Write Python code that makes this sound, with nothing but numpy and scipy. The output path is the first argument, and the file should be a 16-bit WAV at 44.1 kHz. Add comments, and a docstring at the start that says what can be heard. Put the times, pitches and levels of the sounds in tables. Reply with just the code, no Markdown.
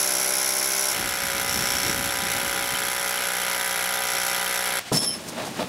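"""A hammer drill bores into an outdoor brick wall, heard first from behind the worker, then close to the tip.
Repeated impacts excite the housing's comb of lines, the barrel's knock and the bit's lengthwise modes;
noise bursts are crushed brick, steady noise is the gears, and close by the flutes chirp as they stick and slip.
Then, from inside the garage: a muffled noise drone, the bit bursts through the board as damped modes,
rings freely with a squeak, and scrapes in its hole as swelling noise."""
import sys
import numpy as np
from scipy import signal
from scipy.fft import rfft, irfft
from scipy.io import wavfile

SR = 44100
rng = np.random.default_rng(int(sys.argv[2]) if len(sys.argv) > 2 else 0)


def generate_wav(sig):
    """Save sig (samples, or channels by samples) to the path in sys.argv[1] as 16-bit PCM at SR."""
    pcm = np.round(np.clip(np.atleast_2d(sig).T, -1, 1) * 32767).astype(np.int16)
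    wavfile.write(sys.argv[1], SR, pcm)


N = 250488
T = np.arange(N) / SR

MOVE_CLOSE_S, MOVE_INSIDE_S = 0.93, 4.796  # the listening place changes
FREE_START_S = 4.922  # the bit comes free of the wall

# Noise spectrum of the rattling gears: frequency_hz, relative level_db
GEAR_SPECTRUM = [(30, -31), (55, -14.5), (300, -8.5), (800, -0.5), (1150, -7.5), (1500, 3.5), (1850, -2.5),
                 (2150, 5), (2700, -4), (4000, -5), (8000, -21), (15000, -40)]


def undb(db):
    """Level to amplitude: 20 dB is a factor of ten."""
    return 10 ** (np.asarray(db) / 20)


def unit(x):
    """Normalization to a root-mean-square value of 1."""
    return x / np.sqrt(np.mean(x ** 2))


def curves(table):
    """Linear interpolation in time of each column after the first."""
    s, *columns = np.transpose(table)
    return [np.interp(T, s, column) for column in columns]


def between(start, end, edge_s=0.002):
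    """Gating: 1 inside a stretch of time, with linear ramps at its edges."""
    return np.clip(np.minimum(T - start, end - T) / edge_s + 0.5, 0, 1)


def walk(rate):
    """Band-limited chance: random knots (rate per second) joined by lines, with a spread near 1."""
    knots = rng.standard_normal(4096)
    return 1.2 * np.interp(T * rate, np.arange(len(knots)), knots)


def swells(events, floor_db=-120):
    """Incoherent addition: bell-shaped swells (s, peak dB, half length s) add in power over a steady floor."""
    power = undb(floor_db) ** 2
    for s, db, half_s in events:
        power = power + (undb(db) * np.exp(-((T - s) / half_s) ** 2)) ** 2
    return np.sqrt(power)


def spectral_gain(spectrum):
    """Frequency response: (Hz, dB) points joined along a logarithmic frequency axis."""
    hz, db = np.transpose(spectrum)
    bin_hz = np.maximum(np.arange(N // 2 + 1) * SR / N, 1)
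    return undb(np.interp(np.log(bin_hz), np.log(hz), db))


def colour(x, spectrum):
    """Minimum-phase filtering: a one-sided cepstrum makes the response causal; the result has rms 1."""
    cepstrum = irfft(np.log(spectral_gain(spectrum)), N)
    cepstrum[N // 2:] = 0
    return unit(irfft(rfft(x) * np.exp(rfft(2 * cepstrum)), N))


def grit(spread_db):
    """Crackling noise: dense tiny cracks whose sizes, held for 16 samples, are exponentially spread in dB."""
    size = np.repeat(np.minimum(rng.exponential(size=N // 16 + 1), 6), 16)[:N]
    return rng.standard_normal(N) * undb(spread_db * size)


def blows(beat, jitter_s):
    """Impact timing: number of the latest blow and the time since it; each lands a little off the beat."""
    whole_beats = np.arange(-1, int(beat[-1]) + 2)
    times = np.interp(whole_beats, beat, T) + jitter_s * rng.standard_normal(1024)[:len(whole_beats)]
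    times[0] = -1
    times = np.sort(times)
    number = np.searchsorted(times, T) - 1
    return number, T - times[number]


def per_blow(number, spread):
    """Impact variability: a random value held for the length of each blow."""
    return spread * rng.standard_normal(1024)[number]


def buffet():
    """Wind turbulence: low-pitched noise rises in lumpy gusts on the microphone near the drill."""
    # Gusts before their flutter: time_s, peak level_db, half length_s
    gusts = [(1.02, -38, 0.11), (1.58, -38, .07), (1.88, -38, 0.9), (1.93, -38, 0.14)]
    # Noise spectrum of the wind: frequency_hz, relative level_db
    wind_spectrum = [(20, -35), (45, 0), (90, 1.5), (170, -1), (270, 1.5), (400, -3), (700, -23.5)]
    flutter = undb(2.6 * walk(30))
    return swells(gusts) * flutter * colour(grit(0), wind_spectrum)


def muffled():
    """Transmission through the wall: the drill is reduced to a wavering, filtered noise drone."""
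    # Spectrum of the drone: frequency_hz, relative level_db
    drone_spectrum = [(35, -26), (120, -6), (500, -11), (750, -5), (900, -9.5), (2600, -7.5), (8000, -16.5),
                      (15500, -29)]
    level_db = -38 + 2.3 * walk(40) - 2.9 * between(4.895, 6)  # softer just before the burst and after it
    return undb(level_db) * colour(grit(1), drone_spectrum)


def board_thuds():
    """Modal decay: each burst excites damped modes of the board, with random polarity."""
    # Blows on the board: time_s, level_db
    bursts = [(4.916, -21), (4.945, -31)]
    # Modes of the board: frequency_hz, relative level_db, 60 dB decay time t60_s
    board_modes = [(141.6, -2.5, 0.15), (167, -7, 0.27), (246, -11, 0.068), (292, -3, 0.061),
                   (414, 2, 0.059), (521, 2, 0.071), (632, 0, 0.098), (765, -3, 0.049), (982, -2, 0.059),
                   (1250, 0, 0.028)]
    thuds = 0
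    for s, burst_db in bursts:
        since = np.maximum(T - s, 0)
        push = 1 - np.exp(-since / 0.0012)  # wood yields softly
        for hz, db, t60 in board_modes:
            decay = undb(burst_db + db - 60 * since / t60)
            thuds = thuds + push * decay * np.cos(2 * np.pi * hz * since) * rng.choice([-1, 1])
    return thuds


def squeak():
    """Stick-slip friction of shank on board: a thin, wavering tone that rises a little, then drops."""
    # Central pitch before its waver: time_s, pitch_hz
    squeak_pitch = [(4.97, 3230), (5.058, 3410), (5.08, 3110)]
    hz = curves(squeak_pitch)[0] + 70 * walk(500)
    gain = undb(-40.5 + 3 * walk(120)) * between(4.968, 5.118, edge_s=0.02)
    return gain * np.sin(2 * np.pi * np.cumsum(hz) / SR)


def free_ring(number, age):
    """Reduced damping: out of the wall's grip the bit rings on, sags and dies away, with a squeal on each family."""
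    # Two families of lengthwise modes, each: frequency_hz, relative level_db
    free_modes = [(5290, 2), (5380, -4), (6400, -23)], [(10800, -5), (10900, -7), (13200, -23)]
    # Squeals over the steady rings: time_s, first family level_db, second family level_db
    squeals = [(4.977, -20.5, -41), (5.085, -45, -22)]
    end_s, attack_s, squeal_half_s = 5.14, 0.024, 0.018
    sag_db_per_s, release_db_per_s = 22, 400
    free_s = np.maximum(T - FREE_START_S, 0)
    attack = np.sqrt(1 - np.exp(-free_s / attack_s))
    fall_db = -sag_db_per_s * free_s - release_db_per_s * np.maximum(T - end_s, 0)
    first_gain = swells([(s, db, squeal_half_s) for s, db, _ in squeals], floor_db=-26.5)
    second_gain = swells([(s, db, squeal_half_s) for s, _, db in squeals], floor_db=-29.5)
    rings = 0
    for gain, modes in zip((first_gain, second_gain), free_modes):
        rings = rings + gain * bit_ring(number, age, modes, rise_s=0.00081, decay_s=0.017,
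                                        scatter_db=2, detune=0.0034, rattle=0.11)
    return attack * undb(fall_db) * rings


def breakthrough():
    """Change of boundary: the bit thuds through the board, rings freely, then rasps by friction in its hole."""
    # Scrapes: time_s, half length_s, board rumble level_db, rasp level_db, splinter level_db;
    # each level stands before the normalized noise it scales
    scrapes = [(4.929, .015, -27, -29, -37), (4.955, 0.034, -29, -30, -25), (5.037, .028, -38, -33, -29.5),
               (5.29, 0.013, -39, -40, -34), (5.402, .042, -37, -30, -44),
               (5.469, 0.021, -49, -32.5, -36.5), (5.612, 0.039, -31, -28, -43)]
    # Noise spectra of board rumble, rasp and splinters: frequency_hz, relative level_db
    rumble_spectrum = [(40, -38), (70, -16), (110, -4), (230, 2.5), (330, -1.5), (500, -10.5), (900, -39)]
    rasp_spectrum = [(250, -23), (430, -2.5), (620, 1.5), (1000, -3.5), (1500, -9), (2500, -12.5),
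                     (4000, -13.5), (8000, -36)]
    splinter_spectrum = [(1500, -7), (3300, -3.5), (5200, 4.5), (7500, 2), (10000, 0.5), (13000, -6),
                         (15500, -13)]
    blow_rate_hz = 68 + 5 * walk(12)
    number, age = blows(np.cumsum(blow_rate_hz) / SR, jitter_s=0.0011)
    rings = free_ring(number, age) + squeak()
    times, halves, rumble_db, rasp_db, splinter_db = np.transpose(scrapes)
    chatter = 1.8 + np.exp(-age / 0.0065)  # each blow stirs the rubbing
    # the floors are the bit's steady rubbing
    rumble_gain = swells(zip(times, rumble_db, halves), floor_db=-39.5)
    rasp_gain = swells(zip(times, rasp_db, halves), floor_db=-42.5)
    splinter_gain = swells(zip(times, splinter_db, halves), floor_db=-45.5)
    rumble = rumble_gain * colour(grit(1.2) * chatter, rumble_spectrum)
    rasp = rasp_gain * colour(grit(2.4) * chatter, rasp_spectrum)
    splinters = splinter_gain * colour(grit(2.5) * chatter, splinter_spectrum)
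    return (rings + rumble + rasp + splinters) * between(FREE_START_S, 6) + board_thuds()


def rebound(age):
    """Elastic rebound: the bit's second, softer landing 7.5 ms after the blow, as a swell from 0 to 1."""
    return np.exp(-((age - 0.0075) / 0.0015) ** 2)


def lull(beat, depth):
    """Cyclic modulation: the noise sinks just before each blow, while the piston draws back."""
    from_lull = (beat + 0.54) % 1 - 0.5
    return 1 - depth * np.exp(-(from_lull / 0.06) ** 2)


def gear_rattle(age, spread_db, bounce):
    """Gear impacts merge into steady coloured noise, which swells as the bit rebounds."""
    return colour(grit(spread_db) * (1 + bounce * rebound(age)), GEAR_SPECTRUM)


def crush(number, age, spectrum, decay_s, scatter_db, grit_db, crack, bounce):
    """Brittle fracture: a sharp crack and a burst of breaking brick, stirred again as the bit rebounds."""
    fall = np.exp(-age / decay_s) + crack * np.exp(-age / 0.0008) + bounce * rebound(age)
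    burst = (1 - np.exp(-age / 0.00014)) * fall * undb(per_blow(number, scatter_db))
    return colour(grit(grit_db) * burst, spectrum)


def knock(number, age, decay_s, scatter_db):
    """Modal impact: the striker rings the barrel alike at every blow; higher modes die sooner."""
    # Modes of the barrel, lowest first: frequency_hz, relative level_db
    barrel_modes = [(1390, -5.5), (1500, -2), (2120, 0.5)]
    lowest_hz = barrel_modes[0][0]
    ring = 0
    for hz, db in barrel_modes:
        decay = np.exp(-age / decay_s * (hz / lowest_hz) ** 2)
        ring = ring + undb(db) * np.sin(2 * np.pi * hz * age) * decay
    return unit(ring * (1 - np.exp(-age / 0.001)) * undb(per_blow(number, scatter_db)))


def housing(beat, orders, smear, waver_db):
    """Periodic excitation gives a harmonic comb: the lines swell together just after each blow."""
    order, level_db = np.transpose(orders)
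    mirrored = np.log(undb(np.r_[level_db, level_db[::-1]]))
    lag = np.imag(signal.hilbert(mirrored))[:len(order)]  # phase that belongs to the level curve
    lag = lag + smear * rng.standard_normal(len(order))  # walls and casing spread the knock in time
    stroke = beat - 0.08 + 0.0058 * walk(50)  # small slips of the piston blur the upper lines
    comb = 0
    for k, db, phase in zip(order, level_db, lag):
        comb = comb + undb(db + waver_db * walk(14)) * np.cos(2 * np.pi * k * stroke - phase)
    return unit(comb)


def bit_ring(number, age, modes, rise_s, decay_s, scatter_db, detune, rattle, strike=0, strike_s=0.002):
    """Repeated modal excitation: each blow rings the steel anew; grip shifts the modes, rattling blurs them."""
    ring = 0
    for hz, db in modes:
        cycles = hz * (1 + per_blow(number, detune)) * age
        cycles = cycles + per_blow(number, 0.98) + rattle * walk(400)
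        ring = ring + undb(db + per_blow(number, scatter_db)) * np.sin(2 * np.pi * cycles)
    # the strike adds a stronger start, until the tip sinks in
    fall = np.exp(-(age / decay_s) ** 2) + strike * np.exp(-(age / strike_s) ** 2)
    return unit(ring * (1 - np.exp(-age / rise_s)) * fall)


def chirps(beat, number, age, grip_db, swing_db, scatter_db, length_s):
    """Stick-slip of the flutes in the hole: tiny chirps between blows, loudest at each quarter turn."""
    blows_per_turn, catches_per_turn = 15, 4
    grip = np.cos(2 * np.pi * catches_per_turn * beat / blows_per_turn)
    catch = undb(grip_db + swing_db * grip + per_blow(number, scatter_db))
    slip = np.exp(-((age - 0.008 - per_blow(number, 0.004)) / length_s) ** 2)
    slip_hz = 3270 + per_blow(number, 169.9) + 110 * walk(600)
    return catch * slip * np.sin(2 * np.pi * np.cumsum(slip_hz) / SR)


def drill_wide():
    """Superposition of impact responses behind the worker: the bright ring of the bit leads."""
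    # Speed of the drill: time_s, blow_rate_hz
    wide_speed = [(0, 64.97), (0.3, 64.82), (0.7, 66.04), (0.92, 66.6)]
    # Housing tone: order (multiple of the blow rate), relative level_db
    wide_orders = [(1, -24.5), (2, -22), (3, -9.5), (4, -18), (5, -7.5), (6, -2.5), (7, -16), (8, -9),
                   (9, -0.5), (10, -9), (11, -11.5), (12, -5), (13, -4.5), (14, -29), (15, -5.5), (16, -5),
                   (17, -8.5), (18, -12), (19, -9), (20, -11)]
    # Noise spectrum of crushed brick: frequency_hz, relative level_db
    wide_crush = [(1500, -27), (2400, -25), (3000, -12), (4300, -8), (5700, -1), (7600, -4), (8800, -9),
                  (10900, -0.5), (13300, -7), (14200, -22), (15500, -14)]
    # Two families of the bit's lengthwise modes, each: frequency_hz, relative level_db
    wide_modes = [(5300, 1), (5540, 2), (5850, 3), (6100, -2)], [(10800, 7), (11100, -8), (10800, -16)]
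    housing_db, barrel_db, gears_db, brick_db = -34.5, -39.5, -32, -27
    first_db, second_db = -33, -28.3 - 2.5 * T  # only the second ring fades
    beat = np.cumsum(curves(wide_speed)[0]) / SR + 0.215
    number, age = blows(beat, jitter_s=0.0001)
    body = undb(housing_db) * housing(beat, wide_orders, smear=0.85, waver_db=1.2)
    gears = undb(gears_db) * gear_rattle(age, spread_db=0.93, bounce=0.33)
    brick = undb(brick_db) * crush(number, age, wide_crush, decay_s=0.014, scatter_db=0.85,
                                   grit_db=1.0, crack=0.3, bounce=0.21)
    first = undb(first_db) * bit_ring(number, age, wide_modes[0], rise_s=0.0008, decay_s=0.014,
                                      scatter_db=2.5, detune=0.014, rattle=0.12)
    second = undb(second_db) * bit_ring(number, age, wide_modes[1], rise_s=0.00089, decay_s=0.0067,
                                        scatter_db=0.5, detune=0.003, rattle=0.031)
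    barrel = undb(barrel_db) * knock(number, age, decay_s=0.0033, scatter_db=2)
    return barrel + (body + gears + brick) * lull(beat, depth=0.5) + first + second


def drill_close():
    """Load-dependent impact response near the tip: knock and grinding grow with pressure, and flutes chirp."""
    # Speed of the drill: time_s, blow_rate_hz
    close_speed = [(0.94, 62.57), (1.3, 61.7), (1.75, 62.28), (2.3, 61.61), (3.2, 62.22), (3.4, 61.1),
                   (3.55, 61.67), (3.8, 60.6), (3.95, 61.58), (4.15, 61.26), (4.79, 61.45)]
    # Housing tone: order (multiple of the blow rate), relative level_db
    close_orders = [(1, -19.5), (2, -22), (3, -8), (4, -18.5), (5, -18.5), (6, -10.5), (7, -6), (8, -9.5),
                    (9, 1.3), (10, -13.5), (11, -12.5), (12, -3), (13, 0.5), (14, -9), (15, -7.5), (16, -1),
                    (17, -14), (18, -10.5), (19, -15.5), (20, -3.5), (21, -18), (22, -10), (23, -2.5),
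                    (24, -4.5), (25, -3), (26, -23.5), (27, -2), (28, -4), (29, -3.5), (30, -17), (31, -4),
                    (32, -1.5), (33, -0.5)]
    # Noise spectrum of crushed brick: frequency_hz, relative level_db
    close_crush = [(1300, -23), (2200, -7), (3500, -6.5), (4800, -8.5), (5600, -9), (6200, -5.5),
                   (6620, -12), (6950, -8.5), (7700, -7.5), (8400, -13), (11200, -5), (13200, -9.5),
                   (14200, -23), (15500, -18.5)]
    # Two families of the bit's lengthwise modes, each: frequency_hz, relative level_db
    close_modes = [(5250, -9), (5430, 2), (5630, 0), (6030, -4.5), (6950, -7.5), (7770, -4.5)], [(11030, 6),
                   (10700, -5), (10400, -15)]
    # The tip bites into harder brick: start_s, end_s, rise of the first ring_db
    bites = [(1.472, 1.938, 6.5), (4.075, 4.376, 5.5), (4.53, 4.593, 5)]
    beat = np.cumsum(curves(close_speed)[0]) / SR + 0.855
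    number, age = blows(beat, jitter_s=0.0001)
    boring_s = np.maximum(T - MOVE_CLOSE_S, 0)
    slack = np.exp(-boring_s / 1.04)  # the pressure builds gradually
    bite_db = sum(db * between(start, end, edge_s=0.032) for start, end, db in bites)
    machine_db = -2.5 * slack
    housing_db, barrel_db = -31.5 + machine_db, -35 + machine_db
    gears_db = -32.5 + machine_db + 1.5 * walk(18)
    brick_db = -30.5 + 0.29 * bite_db  # the crushing rises by a share of the ring's dB
    first_db = -36.5 - 1.1 * boring_s + bite_db  # the deepening hole damps the first ring
    second_db = -35 - 4.5 * slack
    chirp_db = -5.5 * slack  # the flutes catch less while the hole is shallow
    body = undb(housing_db) * housing(beat, close_orders, smear=1.32, waver_db=1.5)
    barrel = undb(barrel_db) * knock(number, age, decay_s=0.0025, scatter_db=1)
    gears = undb(gears_db) * gear_rattle(age, spread_db=0.69, bounce=0.2)
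    brick = undb(brick_db) * crush(number, age, close_crush, decay_s=0.015, scatter_db=0.86,
                                   grit_db=1.66, crack=0.76, bounce=0.17)
    first = undb(first_db) * bit_ring(number, age, close_modes[0], rise_s=0.0006, decay_s=0.015,
                                      scatter_db=1, detune=0.0058, rattle=0.07, strike=3.1, strike_s=0.0027)
    second = undb(second_db) * bit_ring(number, age, close_modes[1], rise_s=0.003, decay_s=0.0065,
                                        scatter_db=1, detune=0.0012, rattle=0.072)
    slips = undb(chirp_db) * chirps(beat, number, age, grip_db=-34.5, swing_db=6.5,
                                    scatter_db=3, length_s=0.0039)
    return barrel + (body + gears + brick) * lull(beat, depth=0.55) + first + second + slips


def scene():
    """Interchannel phase: three listening places in turn, each nearly in the middle of the stereo image."""
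    # The two microphone ports differ a little: frequency_hz, side minus middle level_db
    port_difference = [(80, -20), (350, -18), (700, -26.5), (1400, -67), (2800, -63.5), (5500, -27.5),
                       (9500, -22.5), (14000, -30)]
    behind = drill_wide() * between(-1, MOVE_CLOSE_S)
    close = (drill_close() + buffet()) * between(MOVE_CLOSE_S, MOVE_INSIDE_S)
    inside = muffled() * between(MOVE_INSIDE_S, 6) + breakthrough()
    mid = behind + close + inside
    # a quarter-cycle shift makes the side signal a small phase difference between the ports
    side = irfft(1j * rfft(mid) * spectral_gain(port_difference), N)
    return np.array([mid + side, mid - side])


def record(dry):
    """Band limitation: a steep elliptic low-pass at the recorder removes the top of the treble."""
    top_hz = 15750
    low_pass = signal.ellip(14, 0.1, 90, top_hz, fs=SR, output="sos")
    return signal.sosfilt(low_pass, dry)


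dry = scene()
out = record(dry)
generate_wav(out)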